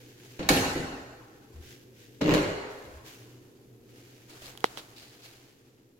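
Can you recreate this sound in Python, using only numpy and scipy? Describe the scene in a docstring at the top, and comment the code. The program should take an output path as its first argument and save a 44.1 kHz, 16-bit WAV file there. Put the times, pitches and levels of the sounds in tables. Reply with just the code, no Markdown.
"""An empty, ringing room, heard from the two microphones of a hand-held phone near two hollow closet doors.
Ventilation hums underneath and clothes swish as the person reaches out. At 0.5 s the first door pops out of
its ball catch; from 2.2 s the second drags on the frame until its catch lets go. Shifting weight bumps the
floor. From 3.9 s the ventilation fades as the phone moves into the closet; cloth rasps as the body turns,
and at 4.6 s a finger clicks against the case, right at the microphones."""
import sys
import numpy as np
from scipy import signal
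from scipy.fft import rfft, irfft, next_fast_len
from scipy.io import wavfile
from scipy.ndimage import uniform_filter1d, map_coordinates

SR = 44100
rng = np.random.default_rng(int(sys.argv[2]) if len(sys.argv) > 2 else 0)


def put_to_file(sound):
    """Save the sound as 16-bit audio at rate SR, in the file named by the first command-line argument."""
    columns = np.atleast_2d(sound).T  # one column per channel
    safe = np.clip(columns, -1, 1)
    whole_steps = np.round(safe * 32767)
    wavfile.write(sys.argv[1], SR, whole_steps.astype(np.int16))


N = 264550
MIC_DELAY_S = .00045  # sound's travel time between the two microphones


def amp(db):
    """Decibels to gain."""
    return 10 ** (np.asarray(db) / 20)


def unit(x):
    """Scale to rms 1."""
    return x / np.sqrt(np.mean(x ** 2) + 1e-20)


def along(points, hz):
    """(Hz, value) points read on a log axis."""
    freqs, values = np.transpose(points)
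    return np.interp(np.log(hz + 1), np.log(freqs + 1), values)


def wobble(rate):
    """A smooth random curve, rate knots a second."""
    knots = rng.standard_normal(int(N * rate / SR) + 4)
    return map_coordinates(knots, [np.arange(N) * rate / SR])


def filtered(x, response):
    """x times a response of frequency."""
    n = x.shape[-1]
    padded = next_fast_len(n + SR // 4)
    return irfft(rfft(x, padded) * response(np.fft.rfftfreq(padded, 1 / SR)), padded)[..., :n]


def low_cut(x, hz, order=2):
    """x with its bass rolled off below hz."""
    return signal.sosfilt(signal.butter(order, hz, 'high', fs=SR, output='sos'), x)


def coloured(x, spectrum):
    """x with the given spectrum, at rms 1."""
    return unit(filtered(x, lambda hz: amp(along(spectrum, hz))))


def diffuse(size):
    """Noise from all sides: alike at both microphones in the bass, unrelated in the treble."""
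    angle = lambda hz: np.arccos(.97 * np.sinc(2 * hz * MIC_DELAY_S)) / 2
    white = rng.standard_normal((2, size))
    mid, side = filtered(white, lambda hz: np.array([np.cos(angle(hz)), np.sin(angle(hz))]))
    return np.array([mid + side, mid - side])


def rush(spectrum, size=N):
    """Diffuse stereo noise with the given spectrum, at rms 1."""
    return coloured(diffuse(size), spectrum)


def add(track, s, sound):
    """Mix a sound in at time s."""
    part = track[..., round(s * SR):][..., :sound.shape[-1]]
    part += sound[..., :part.shape[-1]]


def onset(t, rise_s):
    """Gain swelling to 1 with time constant rise_s."""
    return 1 - np.exp(-t / rise_s)


def stroke(s, rise_s, t60, db):
    """Gain of one rubbing movement: it gathers speed smoothly, then dies away."""
    t = np.arange(N) / SR - s
    swell = np.sin(np.pi / 2 * np.clip(t / rise_s, 0, 1)) ** 2
    return swell * amp(db - 60 * np.maximum(t - rise_s, 0) / t60)


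def ring(modes, t):
    """Damped modes, at slightly new strengths for each blow."""
    return sum(amp(db + rng.standard_normal() - 60 * t / t60) * np.sin(2 * np.pi * hz * t)
               for hz, db, t60 in modes)


def ring_from_left(modes, t):
    """Damped modes that reach the left microphone first."""
    return np.array([ring(modes, t), ring(modes, np.maximum(t - MIC_DELAY_S, 0))])


def soft(hz, corner_hz):
    """Gain of a contact of limited hardness: it excites little above its corner."""
    return 1 / np.sqrt(1 + (hz / corner_hz) ** 6)


def struck(modes, corner_hz):
    """The modes as such a contact excites them: the high ones stay nearly still."""
    return [(hz, db + 20 * np.log10(soft(hz, corner_hz)), t60) for hz, db, t60 in modes]


# moving air, out in the room: (frequency [Hz], density [dB])
VENT_SPECTRUM = [(20, -19.5), (90, -16.5), (120, -1), (160, -17), (290, -6.5), (390, -8), (490, -12),
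                 (600, -26.5), (1000, -33), (3000, -43.5), (7000, -39), (9000, -46.5), (12000, -35.5),
                 (16000, -46)]

def ventilation():
    """A low rush of air and an unsteady motor hum; both fade as the phone enters the closet."""
    shelter_s, air_fade_db_per_s, hum_fade_db_per_s = 3.9, 3, 7.5
    hum_hz, drift_hz, swell_db = 121.8, 0.45, 3
    inside_s = np.maximum(np.arange(N) / SR - shelter_s, 0)
    phase = 2 * np.pi * np.cumsum(hum_hz + drift_hz * wobble(8.3)) / SR
    hum = unit(amp(swell_db * wobble(14)) * np.sin(phase))
    air = amp(-55 - air_fade_db_per_s * inside_s) * rush(VENT_SPECTRUM)
    return air + amp(-60.5 - hum_fade_db_per_s * inside_s) * hum


# cloth within arm's length of the microphones: (frequency [Hz], density [dB])
SLEEVE_SPECTRUM = [(350, -44.5), (700, -17), (1130, -30), (1550, -2), (1900, -3.5), (2950, -3),
                   (4050, -6.5), (6400, -6.5), (8600, -15), (14700, -13), (16000, -16.5)]
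SHIRT_SPECTRUM = [(410, -3), (700, -0.5), (1060, -5), (1170, -5.5), (1260, -3), (2080, -6.5), (4550, -8.5),
                  (5400, -11), (7490, -10), (8210, -17), (11500, -13.5), (14500, -21), (16000, -17)]
# the arm reaches out, then the body turns: (time [s], rise [s], t60 [s], level [dB], shirt share [0-1])
CLOTH_SWISHES = [(0, 0.0033, 12, -57.5, 0.23), (.12, 0.15, 2.8, -57, 0.36), (1.515, 0.02, 1.26, -59, 1),
                 (1.57, 0.13, 0.6, -51.5, 0.03), (1.899, 0.12, 1.4, -58, 0.05),
                 (2.669, 0.045, 4.0, -54.5, 0.8), (3.02, 0.061, 0.98, -49.5, 0.13),
                 (3.76, 0.28, 4.1, -57.5, 0.35), (4.28, 0.018, 4.1, -52, 0.9), (4.33, 0.17, 0.15, -48, 0.6),
                 (4.599, 0.18, 0.92, -50, 1), (4.93, 0.11, 3, -56.5, 0.5), (5.21, 0.04, 0.97, -52, 0.53)]

def clothes():
    """Cloth brushes on cloth in small uneven snags; each swish is part sleeve, part shirt."""
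    sleeve_power, shirt_power = np.zeros((2, N))
    for s, rise_s, t60, db, shirt_share in CLOTH_SWISHES:
        power = stroke(s, rise_s, t60, db) ** 2
        sleeve_power += (1 - shirt_share) * power
        shirt_power += shirt_share * power
    snags = unit(amp(.9 * wobble(35) + 1.5 * wobble(600)))
    sleeve = np.sqrt(sleeve_power) * rush(SLEEVE_SPECTRUM)
    shirt = np.sqrt(shirt_power) * rush(SHIRT_SPECTRUM)
    return snags * (sleeve + shirt)


# resonances of catch, knob and skin, one list a door: (frequency [Hz], width [Hz], level [dB])
DOOR_HARDWARE = [
    [(815, 70, 4), (1076, 36, -2), (1320, 21, 2), (1503, 94, 0.5), (1820, 110, -1.5), (2250, 69, -4.5),
     (2470, 52, -2), (2660, 56, 0.5), (2884, 130, -1), (3856, 76, -4.5), (4310, 130, -1.5)],
    [(825, 21, -9), (920, 25, -9.5), (1070, 27, -13.5), (1407, 50, -10.5), (1500, 50, -6), (1680, 30, -7.5),
     (1900, 34, -5.5), (2144, 77, -3), (2580, 47, -11), (2845, 63, -5), (2980, 70, -13), (3330, 70, -6),
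     (3930, 97, -2.5), (4360, 96, 1.5), (4950, 82, -7)],
]

def contact(hz, corner_hz, door):
    """A softer contact excites less treble; the door's hardware lifts its own resonances."""
    lift_db = (3, 4.5)[door]
    peaks = sum(amp(db + lift_db) ** 2 / (1 + (2 * (hz - centre) / width) ** 2)
                for centre, width, db in DOOR_HARDWARE[door])
    return np.sqrt(.45 + peaks) * soft(hz, corner_hz)


# an edge rubbing on the frame, one list a door: (time [s], rise [s], t60 [s], relative level [dB])
DOOR_DRAGS = [
    [(.389, 0.013, 0.41, -42.5)],
    [(2.206, 0.011, 0.78, -29.5), (2.225, 0.12, 0.26, -23)],
]
# friction heard through the wood: (frequency [Hz], density [dB])
SCRAPE_SPECTRUM = [(25, -13.5), (115, -16.5), (168, 3), (232, -6.5), (303, 3), (355, -12), (425, 6),
                   (520, -2.5), (600, 0.5), (700, -12), (830, -9), (1000, -9.5), (1400, -14.5),
                   (2900, -14.5), (3600, -23), (5300, -29), (6800, -26), (9300, -43), (14000, -31.5)]

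def door_drags():
    """The door edge sticks and slips on the frame at an uneven rate; each slip is a burst of friction."""
    typical_slip_hz, spread_db, burst_t60, corner_hz = 110.06, 3.5, .022, 12000
    slip_count = np.floor(np.cumsum(typical_slip_hz * amp(3 * wobble(60))) / SR)
    slips = np.diff(slip_count, prepend=0) * amp(spread_db * rng.standard_normal(N))
    burst = amp(-60 * np.arange(SR // 20) / SR / burst_t60)
    rattle = signal.fftconvolve(slips, burst)[:N] + .15  # some steady rub between slips
    friction = coloured(rattle * diffuse(N), SCRAPE_SPECTRUM)
    scrape = np.zeros((2, N))
    for door, drags in enumerate(DOOR_DRAGS):
        pull = sum(stroke(*drag) for drag in drags)
        scrape += pull * unit(filtered(friction, lambda hz: contact(hz, corner_hz, door)))
    return amp(-2) * scrape + amp(-3.5) * room(scrape)


# reverberation of the bare room around the microphones: (frequency [Hz], t60 [s])
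ROOM_DECAY = [(60, 1.1), (160, 0.36), (420, 1.14), (1100, 1.7), (2900, 1.06), (7000, 1.06), (15000, 0.61)]

def room_tail(noise):
    """Noise as a tail in the bare room: it builds up, beats unevenly and lasts longest in the mids."""
    hz, t, bands = signal.stft(noise, SR, nperseg=512)
    beating = uniform_filter1d(rng.standard_normal(bands.shape[1:]), size=2, axis=0)
    beating = unit(uniform_filter1d(beating, size=6, axis=1))
    depth_db = 3 * np.clip(hz[:, None] / 1000, 0, 1)
    decay_db = 60 * t / along(ROOM_DECAY, hz)[:, None]
    tail = signal.istft(bands * amp(depth_db * beating - decay_db), SR, nperseg=512)[1]
    return tail * onset(np.arange(tail.shape[1]) / SR, rise_s=0.0011)


def room(x):
    """The room's answer to a sound, reaching the microphones from all sides."""
    tail = room_tail(diffuse(3 * SR // 2))
    return signal.fftconvolve(x.mean(0, keepdims=True), tail / np.linalg.norm(tail[0]), axes=1)[:, :N]


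# jolts at arm's length, one list a door; levels are relative within each column:
# (time [s], panel thud [dB], panel ring [dB], edge crack [dB], hardness corner [Hz])
DOOR_JOLTS = [
    [(.391, -35, -40, -37, 6600), (.394, -26, -29.5, -69, 188), (.403, -26.5, -33.5, -36, 3020),
     (0.427, -29, -43, -37.5, 6050), (.4893, -37, -59, -13.5, 19100), (.502, -14.5, -20.5, -50, 12100),
     (.562, -22, -30, -25, 13900), (.655, -30, -34, -38, 2500), (.757, -30.5, -29.5, -43, 1100),
     (.793, -24.5, -34.5, -47, 700), (.928, -37.5, -39, -66, 600)],
    [(2.211, -26, -43, -29.5, 6140), (2.218, -28, -29, -36, 3000), (2.251, -22.5, -36, -30, 1200),
     (2.284, -23, -24, -30, 1100), (2.315, -19, -22.5, -24, 1200), (2.338, -26, -31, -25, 10400),
     (2.347, -32, -33, -25.5, 3300), (2.377, -39, -38.5, -22.5, 2500), (2.405, -37, -35, -29, 1790),
     (2.492, -46, -50, -38, 2300), (2.511, -40, -40.5, -43, 1100), (3.641, -58, -61, -64, 900)],
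]
# the hollow panel, one list a door: (frequency [Hz], level [dB], t60 [s])
PANEL_MODES = [
    [(48, -6.5, 0.15), (87, -17, 0.18), (116, -17, 0.22), (160.2, -6.5, 0.35), (183, -18.5, 0.27),
     (268.4, -10, 0.57), (292, 1, 0.13), (325, 6, 0.056), (385, -7, 0.31), (467.6, -9, 0.31),
     (510.6, 2, 0.12), (803, -15.5, 0.47)],
    [(38, -10, 0.19), (90, -24, 0.2), (155, 0, 0.18), (181.5, 1.5, 0.16), (304.8, 4, 0.2),
     (326.4, -5.5, 0.4), (398.5, -3.5, 0.53), (433, -8.5, 0.55), (453, -12, 0.8), (512, -12.5, 0.77),
     (575, -15, 0.65), (629, -14, 0.43)],
]
# the panel's dense, quickly damped modes, and the edge's crack: (frequency [Hz], density [dB])
THUD_SPECTRUM = [(20, -13), (60, 0), (120, 6.5), (300, 6.5), (520, -5), (700, -5), (1500, -41.5),
                 (4000, -51), (8000, -78)]
CRACK_SPECTRUM = [(150, -31), (490, 3), (830, -3.5), (1100, -3.5), (1600, -1), (2500, -2.5), (2950, -2.5),
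                  (3450, -4), (3900, -1.5), (5000, -5.5), (7000, -5.5), (8600, -11.5), (11700, -8),
                  (16000, -20.5)]

def door_jolts():
    """Each jolt booms the door's hollow panel, cracks its edge and rings its hardware."""
    thud_t60, crack_t60 = 0.011, 0.056
    t = np.arange(3 * SR // 2) / SR
    boom_t = t[:SR // 2]
    booms, knocks = np.zeros((2, 2, N))
    thuds, cracks = rush(THUD_SPECTRUM), rush(CRACK_SPECTRUM)
    piece = lambda noise: noise[:, rng.integers(N - len(t)):][:, :len(t)]
    for door, (panel, jolts) in enumerate(zip(PANEL_MODES, DOOR_JOLTS)):
        for s, thud_db, ring_db, crack_db, corner_hz in jolts:
            boom = ring(struck(panel, corner_hz), boom_t) * onset(boom_t, rise_s=0.0027)
            add(booms, s, amp(ring_db) * boom)
            thud = amp(thud_db) * filtered(piece(thuds), lambda hz: soft(hz, corner_hz))
            crack = amp(crack_db) * filtered(piece(cracks), lambda hz: contact(hz, corner_hz, door))
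            direct = thud * amp(-17 - 60 * t / thud_t60) + crack * amp(-3.5 - 60 * t / crack_t60)
            add(knocks, s, direct * onset(t, rise_s=0.001))
            add(knocks, s, amp(crack_db - 17.5) * hardware_ring(door, corner_hz))
            add(knocks, s, room_tail(amp(-10.5) * thud + amp(-9) * crack))
    return booms + amp(-6) * room(booms) + knocks


def hardware_ring(door, corner_hz):
    """The jolted hardware rings as separate tones, the narrowest longest."""
    t = np.arange(SR // 5) / SR
    modes = [(hz, db, np.log(1000) / np.pi / width) for hz, width, db in DOOR_HARDWARE[door]]
    return ring_from_left(struck(modes, corner_hz), t) * onset(t, rise_s=0.0033)


# each door's ball catch lets go: (time [s], level [dB])
CATCH_SNAPS = [(0.4889, -17), (2.338, -31)]
# the ball's snap: (frequency [Hz], density [dB])
CATCH_SPECTRUM = [(1500, -21.5), (2800, 5), (3450, -10.5), (3900, 4), (7000, 4), (9000, -19), (12000, -3),
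                  (16000, -11)]
# the catch and its strike plate: (frequency [Hz], level [dB], t60 [s])
PLATE_MODES = [(752, -6, 0.04), (1440, 3, 0.038), (1800, 6.5, .025), (2240, 0, 0.026), (2966, 0, .04),
               (3876, 2.5, 0.032), (4770, -7, .025)]

def ball_catches():
    """The spring ball snaps out: a bright crack that rings the strike plate and sizzles on in the room."""
    snap_t60, sizzle_low_hz = 0.029, 8000
    out, t = np.zeros((2, N)), np.arange(SR // 5) / SR
    for s, db in CATCH_SNAPS:
        add(out, s, amp(db - 60 * t / snap_t60) * rush(CATCH_SPECTRUM, len(t)))
        add(out, s, amp(db - 3) * ring_from_left(PLATE_MODES, t) * onset(t, rise_s=0.00078))
        sizzle = filtered(rush(CATCH_SPECTRUM, SR), lambda hz: 1 - soft(hz, sizzle_low_hz))
        add(out, s, amp(db - 15) * room_tail(sizzle))
    return out


# the floor below the microphones: (time [s], relative level [dB])
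FLOOR_BUMPS = [(1.531, -56.5), (2.821, -63), (2.912, -60.5), (4.422, -74)]
# its dull thump: (frequency [Hz], density [dB])
FLOOR_SPECTRUM = [(20, -4.5), (50, -7), (75, 13.5), (110, -15), (300, -22), (1500, -61)]

def floor_bumps():
    """The floor gives a dull bump under shifting weight."""
    out, t = np.zeros((2, N)), np.arange(SR // 2) / SR
    envelope = t / 0.012 * np.exp(1 - t / 0.04)  # peaks after 40 ms
    for s, db in FLOOR_BUMPS:
        add(out, s, amp(db) * rush(FLOOR_SPECTRUM, len(t)) * envelope)
    return out


# cloth rubbing near the microphones as the body turns: (time [s], rise [s], t60 [s], level [dB])
CLOTH_RASPS = [(4.293, 0.012, 0.33, -53.5), (4.4, 0.069, 0.25, -51), (4.959, 0.0076, 1, -51.5),
               (5.213, 0.012, 0.84, -57)]
# the cloth's rasp: (frequency [Hz], density [dB])
RASP_SPECTRUM = [(400, -17.5), (1400, -17), (2400, -2), (3400, -3.5), (3750, -0.5), (4400, 2), (5100, -4),
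                 (6000, -10), (15000, -17)]

def cloth_rasps():
    """Cloth rubs as the body turns: a gritty rasp at 2-5 kHz, narrower in band than the swishes."""
    grit = unit(amp(3 * wobble(500) + 1.1 * wobble(45)))
    return sum(stroke(*rasp) for rasp in CLOTH_RASPS) * grit * rush(RASP_SPECTRUM)


# a finger on the case, right at the microphones; levels are relative within each column:
# (time [s], shell knock [dB], tick [dB], snap [dB], scatter [dB])
FINGER_CLICKS = [(4.552, -38.5, -45, -52, -74), (4.5755, -39, -25.5, -20.5, -78.5),
                 (4.6056, -49, -33.5, -24.5, -66), (4.642, -3, -6, -19.5, -30.5),
                 (4.656, -34, -27, -21, -53.5), (4.7735, -26, -18.5, -28, -31),
                 (4.7954, -36, -35, -36, -51)]
# the case's knock: (frequency [Hz], level [dB], t60 [s], left minus right [dB])
SHELL_MODES = [(120, -13.5, 0.011, -5.5), (470, -11, 0.021, 4.5), (750, -3, 0.0089, 7),
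               (995, 6.5, 0.0031, -4.5), (1410, 0, 0.004, -9), (1990, -8, 0.0093, 1.5),
               (3430, -15.5, 0.0023, 2)]
# the case's high modes: (frequency [Hz], level [dB], t60 [s])
TICK_MODES = [(3330, -3.5, 0.0053), (3950, -0.5, 0.0031), (4900, -6.5, 0.0034), (7800, -4.5, 0.0017),
              (10900, -8, 0.0016)]
# a click thrown back by the hand and the door close by: (frequency [Hz], density [dB])
SCATTER_SPECTRUM = [(100, -22.5), (450, 0), (1000, -4.5), (2000, -5.5), (3800, 1), (5500, -6.5),
                    (8000, -14), (11000, -17.5), (16000, -19.5)]

def finger_clicks():
    """The case carries each click to both microphones, the right first; a little escapes into the room."""
    left_delay_s, scatter_t60 = .00033, 0.095
    out, t = np.zeros((2, N)), np.arange(SR // 10) / SR
    hz, db, t60, pan_db = np.transpose(SHELL_MODES)[:, :, None]
    polarity = -(-1) ** np.arange(len(SHELL_MODES))[:, None]
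    modes = polarity * amp(db - 60 * t / t60) * np.sin(2 * np.pi * hz * t)
    shell = [np.sum(modes * amp(side * pan_db / 2), axis=0) for side in (1, -1)]
    knock_left, knock_right = low_cut(shell, hz=240)  # a small shell gives little bass
    snap = low_cut(signal.unit_impulse(len(t)), hz=2200, order=1)
    for s, knock_db, tick_db, snap_db, scatter_db in FINGER_CLICKS:
        tick = low_cut(ring(TICK_MODES, t) * onset(t, rise_s=0.00046), hz=1800)
        left = amp(knock_db) * knock_left + amp(tick_db - 3.5) * tick + amp(snap_db - 12) * snap
        right = amp(knock_db) * knock_right + amp(tick_db + 5.5) * tick + amp(snap_db) * snap
        add(out[0], s + left_delay_s, left)
        add(out[1], s, right)
        scatter = rush(SCATTER_SPECTRUM, len(t)) * onset(t, rise_s=.009)
        add(out, s, amp(scatter_db - 60 * t / scatter_t60) * scatter)
    return out + amp(-28) * room(out)


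def scene():
    """The room, the doors and the person's movements, as they reach the phone."""
    doors = door_jolts() + ball_catches() + door_drags()
    person = clothes() + cloth_rasps() + floor_bumps() + finger_clicks()
    return doors + person + ventilation()


def record(dry):
    """The phone keeps nothing above its band limit."""
    top_hz = 16000
    return filtered(dry, lambda hz: 1 / np.sqrt(1 + (hz / top_hz) ** 240))


dry = scene()
out = record(dry)
put_to_file(out)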